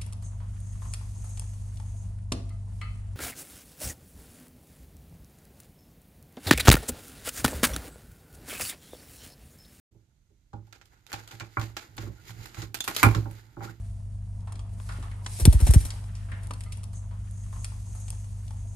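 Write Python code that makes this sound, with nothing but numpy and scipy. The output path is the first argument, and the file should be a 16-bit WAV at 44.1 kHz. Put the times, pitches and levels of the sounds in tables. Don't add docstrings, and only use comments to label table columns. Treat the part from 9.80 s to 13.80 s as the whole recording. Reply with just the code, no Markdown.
import sys
import numpy as np
from scipy import signal
from scipy.fft import rfft, irfft, next_fast_len
from scipy.io import wavfile

SR = 44100
rng = np.random.default_rng(int(sys.argv[2]) if len(sys.argv) > 2 else 0)


def wav_record(signal):
    frames = np.transpose(np.atleast_2d(signal))
    bounded = np.clip(frames, -1, 1)
    quanta = np.round(bounded * 32767).astype(np.int16)
    wavfile.write(sys.argv[1], SR, quanta)


N = 4 * SR
HIT_TIME = np.arange(SR * 3 // 5) / SR
HIT_N = len(HIT_TIME)

# start_s, level_db, woody_db, top_db, left_minus_right_db
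SPLINTERS = [(0.7325, -56, -6, -22, -9.5), (0.8705, -64, -11, -8, -9), (1.1425, -61.5, -2, -22, -5),
             (1.3004, -49, -2, -11, -4), (0.9259, -42, -3, -15.5, -8.5), (1.0138, -49, -2.5, -20, -7.5),
             (1.0557, -54, -15, -9, -6), (1.266, -46, -12, -10.5, -11.5), (1.3181, -41.5, 4, -6, -0.5),
             (1.3292, -27, -30, -13, -6), (1.3403, -37.5, 5, -13, -1), (1.476, -38.5, -7.5, -11, -3.5),
             (1.51, -39, -5.5, -14, -5), (1.5514, -46.5, -4, -11, 0), (1.5988, -34.5, -4.5, -15.5, -5.5),
             (1.6047, -35, 0, -24, -4), (1.7963, -36, -9, -11.5, -3), (1.8139, -32.5, -2.5, -15, -2),
             (1.9674, -26.5, -3, -15.5, -5), (2.1675, -45.5, -10, -2, -9.5), (2.1799, -32, -5, -28, 0),
             (2.5047, -42.5, -4.5, -11, -8), (2.6569, -40.5, -3.5, -7, -9), (2.7458, -41, -4, -13, -7),
             (2.819, -32.5, -10.5, -16, -5), (2.9438, -24.5, -7, -7, -7), (3.0053, -24.5, -11.5, -9, -2),
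             (3.0415, -29.5, -8.5, -4, -2), (3.0782, -23, -1.5, -4, -4), (3.1487, -30, -17.5, -9.5, -6),
             (3.1643, -17, -10, -8.5, -3.5), (3.2299, -14.5, 1.5, -2, -4.5),
             (3.3491, -27.5, -5.5, -15.5, -5.5), (3.5106, -51, 0, 2, -1.5), (3.8497, -42, -8, -13, 0)]
# frequency_hz, gain_db
WOODY_BAND = [(100, -22), (310, -4), (520, -11.5), (820, -2), (1020, -9), (1420, 2), (1900, -5), (2400, -3),
              (3300, -10.5), (7000, -49.5)]
CRACK_BAND = [(1200, -37.5), (2700, -2.5), (4200, -0.5), (5800, -6), (7300, -5), (8600, -20.5),
              (12000, -31)]
TOP_BAND = [(5000, -38.5), (8300, -4), (10500, 0.5), (12000, -2.5), (14300, -1), (16000, -13.5)]
# start_s, clack_db, hollow_db, boom_db, body_db, edge_hz, damping_factor
BEAM_KNOCKS = [(0.145, -80, -78, -59, -60.5, 1000, 1.14), (0.5, -86, -85, -67, -69, 800, 0.97),
               (0.7314, -40.5, -44.5, -40, -45, 1470, 0.92), (0.871, -64, -68, -64, -70, 1500, 0.91),
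               (1.329, -30.5, -40.5, -44.5, -46, 3000, 0.88), (1.526, -50, -57, -48, -56.5, 2400, 0.75),
               (1.607, -34, -49.5, -41, -45, 2400, 1.34), (1.77, -16, -38, -30, -42, 2000, 0.99),
               (1.814, -42, -50, -41, -42, 2400, 1.37), (2.179, -35, -51, -37.5, -41, 2200, 1.1),
               (2.227, -46, -64, -36, -41.5, 1600, 1.45), (2.266, -44, -62, -33, -43, 1600, 2.04),
               (2.295, -63, -73, -40, -44, 1200, 2.6), (2.495, -41, -65, -40, -60.5, 1800, 1.34),
               (2.771, -43, -52, -34, -48.5, 1600, 1.34), (2.821, -36, -58, -35, -43.5, 2200, 1.75),
               (3.077, -21.5, -46, -58, -40.5, 2900, 1.2), (3.23, -8, -31.5, -27, -39, 2800, 1.3),
               (3.236, -6, -28, -15.5, -25, 2600, 1.33), (3.259, -17, -32.5, -19.5, -19, 2600, 1.94),
               (3.347, -22.5, -51, -22, -33, 1700, 1.38), (3.373, -41, -59, -25, -33, 1400, 1.8),
               (3.456, -40, -44, -38, -44, 1500, 0.97), (3.768, -40, -50, -38.5, -39, 1500, 1.23),
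               (3.807, -36.5, -41.5, -46, -41.5, 2000, 1.2), (3.821, -42, -46.5, -46, -44.5, 2100, 1.15),
               (3.843, -38, -53, -45, -44, 2200, 1.23), (3.879, -47, -58, -41.5, -47, 1600, 1.38)]
# pitch_hz, level_db, t60_s
BOOM_MODES = [(62.9, -12, 0.48), (90.5, -8.5, 0.22), (109.2, 1.5, 0.38), (172.5, -13.5, 0.3)]
BODY_MODES = [(219.4, -5.5, 0.28), (318.3, -1.5, 0.24), (340.5, -2, 0.35), (412.6, -6, 0.23),
              (510.5, -9.5, 0.17), (571.4, -7, 0.22)]
HOLLOW_MODES = [(590, -11, 0.1596), (702, -11, .1), (800.8, 0.5, 0.16), (851.7, -3, .16), (933, -6.5, 0.14)]
CLACK_MODES = [(1072, -2.5, 0.14), (1180, -2.5, 0.1), (1369, 1.5, 0.096), (1419, 0, 0.1),
               (1652, -11.5, 0.1), (1940, -11.5, 0.052), (2315, -4, 0.15), (2370, -5.5, 0.14)]
# frequency_hz, gain_db
CONTACT_SPECTRUM = [(100, -20), (300, -3.5), (550, -21.5), (750, -9.5), (1050, 1), (1400, -0.5), (1800, -6),
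                    (2250, -2), (2900, -22), (8000, -37.5)]
GRIND_SPECTRUM = [(50, -5), (100, -0.5), (170, -0.5), (250, -2.5), (320, 2), (450, -10.5), (700, -21.5),
                  (2000, -60.5)]
# peak_s, rise_s, fall_s, hiss_db, rasp_db
BLADE_STROKES = [(1.135, 0.053, 0.072, -73, -67), (1.305, 0.027, 0.035, -56.5, -54),
                 (1.39, 0.038, 0.14, -57, -56), (1.525, 0.033, 0.064, -52, -53.5),
                 (1.66, 0.042, 0.072, -67, -71), (1.829, 0.092, 0.11, -50, -60),
                 (2.025, 0.083, 0.11, -56.5, -58), (2.222, 0.055, 0.097, -52.5, -50),
                 (2.49, 0.081, 0.065, -52.5, -60.5), (2.633, .12, 0.1, -51.5, -54.5),
                 (2.811, 0.1, 0.076, -47.5, -48.5), (3.125, .03, .04, -51, -53),
                 (3.205, 0.096, 0.18, -38.5, -43.5), (3.589, 0.11, 0.076, -58, -61),
                 (3.845, 0.039, 0.042, -49.5, -47.5), (3.901, 0.053, 0.067, -58.5, -56)]
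# time_s, level_db
RUSTLE_LEVEL = [(0.7, -89), (0.95, -76), (1.25, -77.5), (1.45, -66.5), (2.1, -70.5), (2.38, -68),
                (2.73, -67.5), (2.9, -82), (3.5, -68), (4.0, -74.5)]
# frequency_hz, gain_db
HISS_SPECTRUM = [(400, -36), (1000, -15), (2000, 2.5), (3620, 0.5), (4930, -2), (5800, -7), (7100, -3.5),
                 (8700, -12.5), (12800, -7.5), (14000, -8), (15000, -17.5)]
RASP_SPECTRUM = [(150, -30), (318, -3), (450, -4.5), (660, -14), (829, -3.5), (1150, -10.5), (1400, -0.5),
                 (1700, -8.5), (2200, -10), (3500, -29.5), (8000, -55)]
# pitch_hz, level_db, t60_s
BLADE_MODES = [(3504, 0, 0.036), (3450, -5, 0.017), (6440, -9.5, 0.027), (7040, -8.5, 0.027)]
# start_s, length_s, from_hz, to_hz, level_db
BLADE_SQUEAKS = [(2.356, 0.065, 1366, 1460, -66), (3.872, 0.0303, 1280, 1556, -49)]
# time_s, level_db
RUMBLE_LEVEL = [(0.1, -61.5), (0.29, -74.5), (0.54, -87), (0.76, -72), (0.92, -67), (1.12, -69.5),
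                (1.36, -73), (1.51, -62), (1.64, -70), (1.77, -72), (1.9, -59), (2.32, -58), (2.43, -59),
                (2.6, -49), (2.72, -56), (2.9, -55.5), (3.01, -60.5), (3.17, -57.5), (3.3, -36), (3.4, -42),
                (3.53, -47.5), (3.6, -62.5), (3.85, -59), (4.0, -62)]
# frequency_hz, gain_db
RUMBLE_SPECTRUM = [(20, -28.5), (45, -1), (75, -12), (110, 3), (145, -12), (240, -19), (330, -14.5),
                   (480, -29.5), (800, -30.5), (2000, -49.5)]
ROOM_SPECTRUM = [(15, -39), (25, -9.5), (54, 0), (139, -13), (172, -14.5), (415, -33.5), (1500, -42),
                 (3930, -37), (5280, -42), (6200, -36), (15000, -52)]
# frequency_hz, t60_s
ROOM_DECAY = [(200, 0.45), (1500, 0.22), (6000, 0.22), (14000, 0.17)]
# frequency_hz, correlation
MIC_LIKENESS = [(100, 0.98), (300, 0.82), (700, 0.39), (1200, 0.033), (4000, 0.04), (14000, 0.043)]
# frequency_hz, left_minus_right_db
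MIC_BALANCE = [(60, -7.5), (500, -7), (1100, -4), (2000, 1), (4000, -6), (7000, -12.5), (9200, -2.5),
               (12000, -9.5), (15000, -10.5)]


def splinter_snaps():
    woody, crack, top = np.zeros((3, 2, N))
    for start_s, db, woody_db, top_db, pan_db in SPLINTERS:
        snap = punch(fracture(t60_s=0.043, spike_db=-7, room_db=-4))
        snap *= amp(db - 8.5) * amp([[pan_db / 2], [-pan_db / 2]])
        add(woody, start_s, snap * amp(woody_db))
        add(crack, start_s, snap)
        add(top, start_s, snap * amp(top_db))
    return (amp(13.5) * colour(woody, WOODY_BAND) + amp(5.5) * colour(crack, CRACK_BAND)
            + amp(7) * colour(top, TOP_BAND))


def fracture(t60_s, spike_db, room_db):
    spike = punch(stereo_noise(HIT_N) * decay(0.00095))
    scatter = punch(stereo_noise(HIT_N) * decay(t60_s) * flicker(HIT_N, rate_hz=700, depth_db=4.5))
    tail = punch(room_tail() * flicker(HIT_N, rate_hz=220, depth_db=3.5))
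    return amp(spike_db) * spike + scatter + amp(room_db) * tail


def beam_knocks():
    out = np.zeros((2, N))
    for start_s, clack_db, hollow_db, boom_db, body_db, edge_hz, damping in BEAM_KNOCKS:
        boom = ring(BOOM_MODES, rise_s=0.014, scatter_db=0, damping=damping)
        body = ring(BODY_MODES, rise_s=0.0076, scatter_db=3, damping=damping)
        grind = stereo_noise(HIT_N) * decay(0.13) * (1 - decay(0.055))
        grind = punch(colour(grind, GRIND_SPECTRUM))
        hollow = punch(ring(HOLLOW_MODES, rise_s=0.0029, scatter_db=0.5))
        clack = punch(ring(CLACK_MODES, rise_s=0.0029, scatter_db=2.5))
        contact = punch(colour(fracture(t60_s=0.032, spike_db=-5.5, room_db=-8), CONTACT_SPECTRUM))
        treble_cut = [(edge_hz, 0), (edge_hz * 1.68, -25.5)]
        attack = colour(amp(-14) * clack + amp(-12) * contact, treble_cut)
        add(out, start_s, amp(boom_db + 5) * boom)
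        add(out, start_s, amp(body_db) * (amp(-2) * body + amp(-4) * grind))
        add(out, start_s, amp(hollow_db - 1) * hollow + amp(clack_db) * attack)
    return out


def ring(modes, rise_s, scatter_db, damping=1):
    out = np.zeros((2, HIT_N))
    for hz, db, t60_s in modes:
        strength, phase, side, detune = rng.standard_normal(4)
        hz *= 1 + 0.012 * detune
        spread = np.sign(side) * stereo_angle(hz) * np.array([[1], [-1]])
        tone = np.sin(2 * np.pi * hz * HIT_TIME + np.pi * phase + spread)
        out += amp(db + scatter_db * strength) * decay(t60_s / damping) * tone
    return out * (1 - np.exp(-(HIT_TIME / rise_s) ** 2))


def blade_scrape():
    t = np.arange(N) / SR
    hiss_power = rasp_power = gain_curve(RUSTLE_LEVEL) ** 2
    for peak_s, rise_s, fall_s, hiss_db, rasp_db in BLADE_STROKES:
        swell_db = -20.5 * np.maximum((peak_s - t) / rise_s, (t - peak_s) / fall_s)
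        hiss_power = hiss_power + amp(hiss_db + swell_db) ** 2
        rasp_power = rasp_power + amp(rasp_db + swell_db) ** 2
    return np.sqrt(hiss_power) * crumble(HISS_SPECTRUM) + np.sqrt(rasp_power) * crumble(RASP_SPECTRUM)


def crumble(spectrum, breaks_per_s=950):
    breaking = rng.random(N) < breaks_per_s / SR
    strength = amp(6.5 * np.minimum(rng.standard_normal(N), 2))
    breaks = breaking * strength * rng.choice([-1, 1], N)
    grain = fracture(t60_s=0.0089, spike_db=-0.5, room_db=-5)
    grains = signal.fftconvolve(breaks[None], grain, axes=1)[:, :N]
    texture = unit(colour(grains, spectrum)) + steady_noise(spectrum)
    return amp(-1.5) * texture * flicker(N, rate_hz=66, depth_db=1.9)


def blade_ping(start_s=3.0055):
    out = np.zeros((2, N))
    tone = ring(BLADE_MODES, rise_s=0.0003, scatter_db=1)
    reverb = signal.fftconvolve(tone, room_tail(), axes=1)[:, :HIT_N]
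    add(out, start_s, amp(-21.5) * (tone + amp(-37.5) * reverb))
    return out


def blade_squeaks():
    out = np.zeros((2, N))
    for start_s, length_s, from_hz, to_hz, db in BLADE_SQUEAKS:
        progress = np.linspace(0, 1, round(length_s * SR))
        pitch_hz = from_hz + (to_hz - from_hz) * progress
        tone = np.sin(2 * np.pi * np.cumsum(pitch_hz) / SR)
        envelope = np.sin(np.pi * progress) * flicker(len(tone), rate_hz=287, depth_db=5.5)
        add(out, start_s, amp(db) * unit(tone * envelope))
    return out


def bench_rumble():
    return amp(2.5) * gain_curve(RUMBLE_LEVEL) * steady_noise(RUMBLE_SPECTRUM)


def room_tail():
    hz, t, bands = signal.stft(stereo_noise(HIT_N), SR, nperseg=256)
    bands *= np.exp(-np.log(1000) * t / along(ROOM_DECAY, hz)[:, None])
    tail = signal.istft(bands, SR)[1][:, :HIT_N]
    return punch(tail * (1 - decay(0.019)))


def room_tone():
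    return amp(-67) * steady_noise(ROOM_SPECTRUM)


def amp(db):
    return 10 ** (np.asarray(db) / 20)


def unit(x):
    return x / np.sqrt(np.mean(x ** 2) + 1e-20)


def punch(x):
    return x / np.sqrt(np.mean(np.sum(x ** 2, axis=-1)) / (SR * 0.02) + 1e-20)


def along(points, hz):
    point_hz, values = np.transpose(points)
    return np.interp(np.log(hz + 1), np.log(point_hz + 1), values)


def gain_curve(points):
    return amp(np.interp(np.arange(N) / SR, *np.transpose(points)))


def decay(t60_s):
    return np.exp(-np.log(1000) * HIT_TIME / t60_s)


def flicker(size, rate_hz, depth_db):
    position = np.arange(size) * rate_hz / SR
    knots = np.clip(rng.standard_normal(size // 8), -2, 2)
    return amp(depth_db * np.interp(position, np.arange(len(knots)), knots))


def add(track, start_s, sound):
    i = round(start_s * SR)
    track[:, i:i + sound.shape[-1]] += sound[..., :N - i]


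def colour(x, spectrum):
    size = 2 * next_fast_len(x.shape[-1] // 2 + 2048)
    gain = amp(along(spectrum, np.fft.rfftfreq(size, 1 / SR)))
    cepstrum = irfft(np.log(gain))
    cepstrum[1:size // 2] *= 2
    cepstrum[size // 2 + 1:] = 0
    return irfft(rfft(x, size) * np.exp(rfft(cepstrum)), size)[..., :x.shape[-1]]


def stereo_angle(hz):
    return np.arccos(np.clip(along(MIC_LIKENESS, hz), -1, 1)) / 2


def stereo_noise(size):
    mid, side = rfft(rng.standard_normal((2, size)))
    angle = stereo_angle(np.fft.rfftfreq(size, 1 / SR))
    mid, side = mid * np.cos(angle), side * np.sin(angle)
    return irfft(np.array([mid + side, mid - side]), size)


def steady_noise(spectrum):
    return unit(colour(stereo_noise(N), spectrum))


def scene():
    work = beam_knocks() + blade_ping() + blade_squeaks() + blade_scrape() + bench_rumble() + room_tone()
    left = colour(work[0], [(hz, db / 2) for hz, db in MIC_BALANCE])
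    right = colour(work[1], [(hz, -db / 2) for hz, db in MIC_BALANCE])
    return np.array([left, right]) + splinter_snaps()


def record(dry, open_s=0.11, top_hz=15838):
    opened = dry * np.clip((np.arange(N) / SR - open_s) / 0.01, 0, 1)
    rounded = opened / (1 + np.abs(opened) ** 6) ** (1 / 6)
    hz = np.fft.rfftfreq(N, 1 / SR)
    rolloff = amp(np.interp(hz, [14600, 15000, top_hz], [0, -24, -36])) * (hz < top_hz)
    return irfft(rfft(rounded) * rolloff, N)


dry = scene()
out = record(dry)
wav_record(out)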